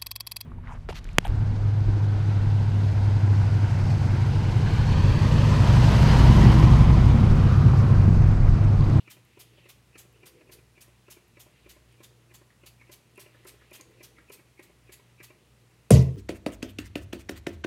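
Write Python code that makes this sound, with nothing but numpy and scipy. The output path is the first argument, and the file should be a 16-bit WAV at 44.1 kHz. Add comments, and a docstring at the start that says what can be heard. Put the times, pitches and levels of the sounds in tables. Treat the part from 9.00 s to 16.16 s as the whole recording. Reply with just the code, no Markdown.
"""A small plastic pump bottle is pressed quickly in a bathroom, an arm's length above a phone on the counter.
Each stroke is filtered noise and decaying modes: a stem scrape, knocks of the hollow bottle, a puff of mist.
Ticks of valve and spring, diffuse echo, air hiss, hum, a swelling drone, a faint rustle and a low bump join in.
At the end the bottle is banged down on the counter, whose dispersive bending waves arrive treble first."""
import sys
import numpy as np
from scipy import signal
from scipy.fft import rfft, irfft
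from scipy.io import wavfile
from scipy.ndimage import uniform_filter1d

SR = 44100
rng = np.random.default_rng(int(sys.argv[2]) if len(sys.argv) > 2 else 0)


def put_to_file(sound):
    """Save the sound as 16-bit audio at rate SR, in the file named by the first command-line argument."""
    columns = np.atleast_2d(sound).T  # one column per channel
    safe = np.clip(columns, -1, 1)
    whole_steps = np.round(safe * 32767)
    wavfile.write(sys.argv[1], SR, whole_steps.astype(np.int16))


N = 315756
T = np.arange(N) / SR  # time, s
HZ = np.maximum(np.fft.rfftfreq(N, 1 / SR), 1)  # frequency of each spectral bin


def undb(db):
    """Amplitude ratio of a level: 20 dB per factor of ten."""
    return 10 ** (np.asarray(db) / 20)


def unit(x):
    """Normalization of mean power: rms 1."""
    return x / np.sqrt(np.mean(x ** 2))


def energy_one(x):
    """Normalization of energy: summed squares 1."""
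    return x / np.sqrt(np.sum(x ** 2))


def shape(x, spectrum):
    """Linear filtering: gain follows (f/Hz, level/dB) points, joined along log frequency."""
    hz, db = np.transpose(spectrum)
    gain = undb(np.interp(np.log(HZ), np.log(hz), db))
    return irfft(rfft(x, N) * gain, N)


def noise(spectrum):
    """Coloured noise: white noise filtered by a spectrum, rms 1."""
    return unit(shape(rng.standard_normal(N), spectrum))


def band(hz, width_hz):
    """Resonance: white noise under a bell-shaped gain, rms 1."""
    detuning = 2 * (HZ - hz) / width_hz
    return unit(irfft(rfft(rng.standard_normal(N)) / (1 + detuning ** 2), N))


def bands(table):
    """Superposition of noise resonances (f/Hz, width/Hz, level/dB), rms 1."""
    return unit(sum(undb(db) * band(hz, width) for hz, width, db in table))


def patchy(x, db, size):
    """Random modulation: level wanders in patches 3 bins high and size frames long; rms 1."""
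    _, _, z = signal.stft(x, SR, nperseg=128)
    patches = uniform_filter1d(rng.standard_normal(z.shape), size=3, axis=0)
    patches = uniform_filter1d(patches, size=size, axis=1)
    modulated = z * undb(db * unit(patches))
    return unit(signal.istft(modulated, SR, nperseg=128)[1][:N])


def ring(modes, length_s, rise_s=1e-5):
    """Modal decay: damped sines (f/Hz, level/dB, t60/s) after a blow that takes rise_s to spread."""
    t = T[:int(length_s * SR)]
    spreading = 1 - np.exp(-(t / rise_s) ** 2)
    return spreading * sum(
        undb(db) * np.sin(2 * np.pi * hz * t) * np.exp(-np.log(1000) * t / t60) for hz, db, t60 in modes)


def add(out, s, x):
    """Superposition: mix x into out from time s."""
    i = int(s * SR)
    out[i:i + len(x)] += x[:N - i]


def air():
    """Stationary broadband noise: room air and microphone hiss."""
    # spectrum of the hiss, density per Hz (f/Hz, level/dB)
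    air_spectrum = [(18, -25), (30, -19), (124, -2), (174, -6), (258, -11), (335, -12.5), (680, -18),
                    (1030, -18.5), (1420, -21), (2660, -25.5), (3450, -25.5), (10900, -29), (14600, -36.5),
                    (15800, -36.5)]
    return undb(-64) * noise(air_spectrum)


def hum():
    """Narrow resonances of noise waver beside steady sines of nearly the same pitch."""
    # wavering hum (f/Hz, width/Hz, level/dB)
    wavering = [(60.4, 5.6, -72), (118.1, 3.6, -71.5)]
    # steady hum (f/Hz, level/dB)
    steady = [(59.7, -68), (119.5, -62.5)]
    out = sum(undb(db) * band(hz, width) for hz, width, db in wavering)
    return out + sum(undb(db) * np.sin(2 * np.pi * hz * T) for hz, db in steady)


def drone():
    """Amplitude modulation: low resonances of noise swell now and then."""
    # swelling (t/s, level/dB)
    swell = [(0, -82), (.38, -82), (.53, -64), (.74, -80), (1.05, -70.5), (1.37, -60), (1.56, -65),
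             (1.87, -88), (3.22, -68.5), (3.5, -88), (4.3, -70), (4.75, -71.5), (4.9, -61.5), (5.36, -75),
             (6.15, -90), (6.4, -71), (6.85, -78)]
    # resonances (f/Hz, width/Hz, level/dB)
    drone_bands = [(338.4, 66, 1.5), (428, 72, 0), (491, 69, -1.5)]
    return undb(np.interp(T, *np.transpose(swell))) * bands(drone_bands)


def rustle():
    """Random and slow amplitude modulation make a faint mid-range rustle of noise resonances."""
    # rise and fall (t/s, level/dB)
    rustle_level = [(0, -60.5), (.05, -72), (.22, -74), (.3, -70), (.57, -66.5), (.8, -71.5), (2.41, -74),
                    (2.57, -66.5), (2.85, -73.5), (2.91, -66.5), (2.99, -72.5), (3.64, -76.5),
                    (4.25, -70.5), (4.35, -66), (4.83, -70.5), (5.63, -74), (6.46, -71), (6.88, -74.5)]
    # resonances (f/Hz, width/Hz, level/dB)
    rustle_bands = [(1930, 460, -1.5), (2610, 1070, 3.5), (3065, 1100, -7), (3830, 2000, -2.5)]
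    return undb(np.interp(T, *np.transpose(rustle_level))) * patchy(bands(rustle_bands), 2.1, size=60)


def stem_scrape(cap_db, cap_hz, t):
    """Friction noise grows until the knock and excites one mode above the cap's pitch."""
    # stem mode (share of cap pitch, level/dB, t60/s)
    stem_mode = (1.078, 0, 0.016)
    # the scrape follows how hard the cap is hit: -47 dB at a usual cap level of -40 dB
    scrape_db = -47 + 0.97 * (cap_db + 40)
    slip = energy_one(rng.standard_normal(len(t)) * t)
    stem = ring([(stem_mode[0] * cap_hz, *stem_mode[1:])], .1, 0.00083)
    return undb(scrape_db) * np.convolve(slip, stem)


def knocks():
    """Impact excitation: a soft push rings the bottle, ragged grit its upper modes and the cap."""
    # knocks of the pump head at both ends of its travel, and clicks of a finger landing on the cap:
    # (t/s, bottle level/dB, bottle f/Hz, cap level/dB, cap f/Hz)
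    knock_table = [(0.074, -46.5, 338, -35.5, 2380), (.166, -50, 354, -47, 2500),
                   (.37, -45, 354, -42.5, 2460), (.577, -52, 378, -46.5, 2940),
                   (.655, -48, 364, -40.5, 2400), (.953, -45.5, 340, -35, 2380),
                   (1.049, -55, 363, -55, 2450), (1.157, -56, 422, -48.5, 2480),
                   (1.23, -44.5, 366, -40, 2400), (1.408, -51, 338, -43, 2370),
                   (1.492, -46.5, 371, -41, 2340), (1.586, -52, 362, -46, 2380),
                   (1.774, -48, 355, -42, 2330), (1.879, -53, 372, -55, 2590),
                   (2.08, -45, 358, -40.5, 2340), (2.167, -45.5, 348, -45, 2290),
                   (2.369, -47, 342, -40, 2315), (2.462, -51, 350, -52, 2700),
                   (2.66, -44, 360, -41.5, 2390), (2.762, -49.5, 349, -48, 2020),
                   (3.002, -44.5, 346, -41.5, 2300), (3.105, -61, 347, -66, 1800),
                   (3.309, -48, 358, -42.5, 2330), (3.412, -49.5, 360, -56, 1750),
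                   (3.633, -47.5, 352, -44, 2500), (3.811, -64, 312, -38.5, 2160),
                   (3.893, -44, 348, -41, 2370), (4.177, -40.5, 388, -36.5, 2470),
                   (4.259, -48, 382, -42, 2390), (4.346, -53.5, 303, -46, 1700),
                   (4.451, -40.5, 369, -42.5, 1750), (4.538, -51.5, 400, -55, 2320),
                   (4.615, -57, 450, -44, 1710), (4.713, -42, 358, -41, 2450),
                   (4.795, -43.5, 330, -40, 2360), (4.91, -59, 384, -49, 1940),
                   (5.004, -44.5, 350, -38, 2370), (5.183, -53, 318, -37.5, 1910),
                   (5.298, -40.5, 395, -36.5, 2410), (5.39, -50.5, 350, -42.5, 2180),
                   (5.592, -40, 350, -35.5, 2160), (5.697, -51.5, 396, -52.5, 2080),
                   (5.891, -44, 365, -40, 2280), (5.994, -54, 396, -49, 2260),
                   (6.093, -69, 310, -52.5, 2430), (6.201, -43.5, 349, -34, 2280),
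                   (6.301, -45.5, 353, -42, 2360)]
    # upper bottle modes (f/Hz, relative level/dB, t60/s)
    bottle_modes = [(608, 7.5, 0.033), (800, 10.5, 0.011), (1017, 9, 0.021), (1386, 7.5, .012),
                    (1730, 1, 0.011)]
    # cap modes (share of cap pitch, relative level/dB, t60/s)
    cap_modes = [(.62, 0.5, 0.0046), (.76, -4.5, 0.012), (0.881, -1.5, 0.013), (0.999, 1.5, 0.013),
                 (1.13, 0, 0.0077), (1.3, -13, 0.0052)]
    bottle_t60_s, bottle_rise_s = 0.059, 0.0017
    rattle_s, landing_s = 0.006, 0.00012  # decay of the grit and of the push
    crunch_db = 2.5  # bare grit against the cap level
    out = np.zeros(N)
    t = T[:SR // 30]
    push = t * np.exp(-t / landing_s)  # a soft landing
    push = push / push.sum()
    crunch_filter = signal.butter(N=2, Wn=(500, 3200), btype="band", fs=SR, output="sos")
    crunch = energy_one(signal.sosfilt(crunch_filter, signal.unit_impulse(len(t))))
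    for s, db, hz, cap_db, cap_hz in knock_table:
        grit = rng.standard_normal(len(t))
        blow = energy_one(np.sqrt(t) * np.exp(-t / rattle_s) * grit)
        # upper modes grow less than the low mode: -59 dB at a usual knock of -47 dB
        upper_db = -59 + 0.86 * (db + 47)
        detune = 1 + 0.022 * rng.standard_normal(len(bottle_modes))
        upper_modes = [(f * k, d + upper_db, t60) for (f, d, t60), k in zip(bottle_modes, detune)]
        upper = ring(upper_modes, .1, 0.00031)
        cap = ring([(share * cap_hz, d + cap_db, t60) for share, d, t60 in cap_modes], .1, 0.00057)
        bottle = ring([(hz, db, bottle_t60_s)], .1, bottle_rise_s)
        add(out, s - len(t) / SR, stem_scrape(cap_db, cap_hz, t))
        add(out, s, np.convolve(push, bottle))
        add(out, s, np.convolve(blow, upper + cap))
        add(out, s, undb(cap_db + crunch_db) * np.convolve(blow, crunch))
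    return out


def tail():
    """Diffuse reverberation of the hard walls: noise of energy 1 that dies faster in the treble."""
    # reverberation time (f/Hz, t60/s)
    room_t60 = [(250, .38), (1000, .38), (3000, .32), (8000, .29), (14000, .24)]
    size = SR // 2
    f, _, z = signal.stft(rng.standard_normal(size), SR, nperseg=256)
    hz, t60 = np.transpose(room_t60)
    t = np.arange(z.shape[1]) * 128 / SR
    decay = undb(-60 * t / np.interp(f, hz, t60)[:, None])
    echo = signal.istft(z * decay, SR, nperseg=256)[1][:size]
    return energy_one(echo * np.clip(T[:size] / 0.0079, 0, 1))  # first walls are a few ms away


def room(x):
    """Reverberation as convolution: the echo of x."""
    return signal.fftconvolve(x, tail())[:N]


def puffs():
    """Turbulent jet noise swells as pressure builds, holds, then dies with the stroke; it spits in patches."""
    # puffs of mist (t/s, level/dB, time until the fall/s)
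    puff_table = [(.095, -50.5, 0.026), (.388, -50.5, 0.026), (.6836, -52, 0.02), (0.973, -51.5, 0.032),
                  (1.253, -51, .025), (1.512, -52, 0.027), (1.8023, -52.5, 0.023), (2.097, -50.5, 0.028),
                  (2.3908, -51.5, 0.025), (2.686, -53, 0.026), (3.026, -52, 0.02), (3.335, -52.5, 0.021),
                  (3.655, -52.5, 0.021), (3.911, -52.5, .028), (4.189, -52, 0.027), (4.463, -50.5, 0.033),
                  (4.726, -50.5, 0.035), (5.025, -50.5, 0.025), (5.314, -50.5, .028), (5.62, -59, 0.023),
                  (5.9157, -51, 0.023), (6.2247, -49.5, 0.019)]
    # spectrum of the mist, density per Hz (f/Hz, level/dB)
    mist_spectrum = [(410, -27), (700, -7), (1330, -9.5), (3140, -3), (5710, -4.5), (6510, -1.5),
                     (7710, -4), (10300, -3), (13500, -2.5), (15800, -13.5)]
    rise_s, fall_s = 0.0069, 0.013
    drops_db, drops_scatter_db = -14, 5.5  # coarse drops under the jet, different at each puff
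    flow, coarse = np.zeros((2, N))
    t = T[:SR // 5]
    for s, db, length in puff_table:
        swell = 1 - np.exp(-(t / rise_s) ** 2)
        jet = undb(db) * swell * np.exp(-np.maximum(t - length, 0) / fall_s)
        add(flow, s, jet)
        add(coarse, s, undb(drops_db + drops_scatter_db * rng.standard_normal()) * jet)
    mist = flow * patchy(noise(mist_spectrum), 2.3, size=8)
    # coarser drops add a hiss of their own lower down
    drops = coarse * patchy(band(2920, 2500), 1.7, size=8)
    return mist + drops


def ticks():
    """Gritty impulses excite a few modes, damped faster than the grit dies; high ticks are short."""
    # thin ticks of the valve and spring (t/s, level/dB, f/Hz)
    tick_table = [(.2498, -46, 12500), (1.1273, -52, 12600), (1.839, -53.5, 1860), (2.28, -54, 12000),
                  (2.9248, -52, 9500), (3.504, -48, 1840), (4.158, -50, 9000), (4.176, -41, 10800),
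                  (4.358, -53, 12900), (4.448, -45, 10500), (4.71, -44.5, 10200), (4.81, -33, 6850),
                  (4.91, -56, 13000), (5.2972, -45, 10000), (5.5972, -48, 9400), (6.239, -48, 7250)]
    # modes of a tick (share of its pitch, relative level/dB)
    tick_modes = [(.7, -12), (1.0, 1.5), (1.25, -13), (1.6, -12)]
    out = np.zeros(N)
    t = T[:SR // 20]
    for s, db, hz in tick_table:
        t60 = 150 / hz  # the grit is 60 dB down after 150 cycles
        grit = energy_one(rng.standard_normal(len(t)) * undb(-60 * t / t60))
        modes = [(share * hz, db + d, 0.14 * t60) for share, d in tick_modes]
        add(out, s, np.convolve(grit, ring(modes, .05)))
    return out


def bump():
    """Modal decay of a single low mode with a slow onset: a soft low bump."""
    # (t/s, f/Hz, level/dB, t60/s, rise time/s); squared in the onset, so the sign has no effect
    low_bump = (2.885, 150, -49, .12, -4.2)
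    out = np.zeros(N)
    add(out, low_bump[0], ring([low_bump[1:4]], .2, low_bump[4]))
    return out


def counter_waves(bang_s):
    """Dispersion: bending waves run faster the higher they are, so the bass of the blow arrives late."""
    # spectrum of the first wave (f/Hz, relative level/dB)
    thud_spectrum = [(40, -45), (65, -18), (120, -6), (200, 2), (310, -20.5), (440, -2.5), (540, -12.5),
                     (640, -10), (800, -33), (1500, -34.5), (3000, -53)]
    # counter modes (f/Hz, level/dB, t60/s)
    counter_modes = [(77.1, -8.5, 0.42), (118.4, -7, 0.35), (130, -3, 0.46), (169.6, -12.5, 0.42),
                     (196.6, -20.5, 0.43), (223, -20, 0.32), (274.4, -25, 0.44), (363, -26, 0.48),
                     (403, -27, 0.44), (446, -21.5, 0.44), (467, -25, 0.31), (508, -22.5, 0.33),
                     (601, -24, 0.25), (680, -28.5, 0.36)]
    bend_s, bend_slope = 0.01785, 0.81  # lag law scaled at 100 Hz, and its fall with frequency
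    first = energy_one(shape(np.ones(1), thud_spectrum)) * undb(19)
    push = np.hanning(int(0.0014 * SR))
    modes = np.zeros(N)
    add(modes, 0, np.convolve(push / push.sum(), ring(counter_modes, .8, 0.0054)))
    # group delay, constant below 125 Hz, summed over frequency into phase
    lag_s = bang_s + bend_s * (100 / np.maximum(HZ, 125)) ** bend_slope
    travel = np.exp(-2j * np.pi * np.cumsum(lag_s) * SR / N)
    first, modes = (irfft(rfft(x) * travel, N) * (T > bang_s) for x in (first, modes))
    return first + modes + undb(-8) * room(first)


def crack(bang_s):
    """Contact noise of the plastic comes through the air, repeats as the bottle settles and fills the room."""
    # spectrum of the crack, density per Hz (f/Hz, level/dB)
    crack_spectrum = [(600, -35), (1000, -5), (2150, -3), (4800, -13), (7400, -8), (9250, 5), (10500, -5.5),
                      (12000, -3), (15800, -36)]
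    # spectrum of its echo, density per Hz (f/Hz, level/dB)
    echo_spectrum = [(470, -38), (800, -7.5), (989, -3.5), (1210, -12), (1590, -27), (1970, -3),
                     (2120, -9.5), (2720, -6), (3490, -11.5), (5470, -11), (6040, -10.5), (7570, -12),
                     (10100, -19), (11600, -12.5), (15800, -34)]
    # the bottle settles (t/s, level under the crack/dB)
    bounces = [(6.916, -8), (6.942, -18), (7.023, -33), (7.142, -47)]
    crack_db, crack_s = -19.5, .0015  # peak level of the contact and time to reach it
    contact = 0
    for s, db in [(bang_s, 0)] + bounces:
        t = np.maximum(T - s, 0) / crack_s
        contact = contact + undb(crack_db + db) * t * np.exp(1 - t)
    echo = energy_one(patchy(shape(tail(), echo_spectrum), 2.5, size=20))
    echo = np.roll(echo, int(bang_s * SR)) * (T > bang_s)
    return contact * noise(crack_spectrum) + undb(2) * echo


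def bang():
    """Structure-borne and airborne paths of one impact: counter waves and plastic crack."""
    bang_s = 6.9055
    return counter_waves(bang_s) + crack(bang_s)


def scene():
    """Superposition of the pump with its echo, the bang and the background."""
    background = air() + hum() + drone() + rustle() + bump()
    pump = knocks() + puffs() + ticks()
    pump_room_db = -7.5
    return (background + pump + undb(pump_room_db) * room(pump) + bang())[None]


def record(dry):
    """Band limiting: the phone drops the deep bass and cuts the top."""
    bass_cut = signal.butter(N=4, Wn=52, btype="high", fs=SR, output="sos")
    top_cut = signal.ellip(10, .2, 70, 15830, fs=SR, output="sos")  # ripple 0.2 dB, stopband 70 dB down
    return signal.sosfilt(top_cut, signal.sosfilt(bass_cut, dry))


dry = scene()
out = record(dry)
put_to_file(out)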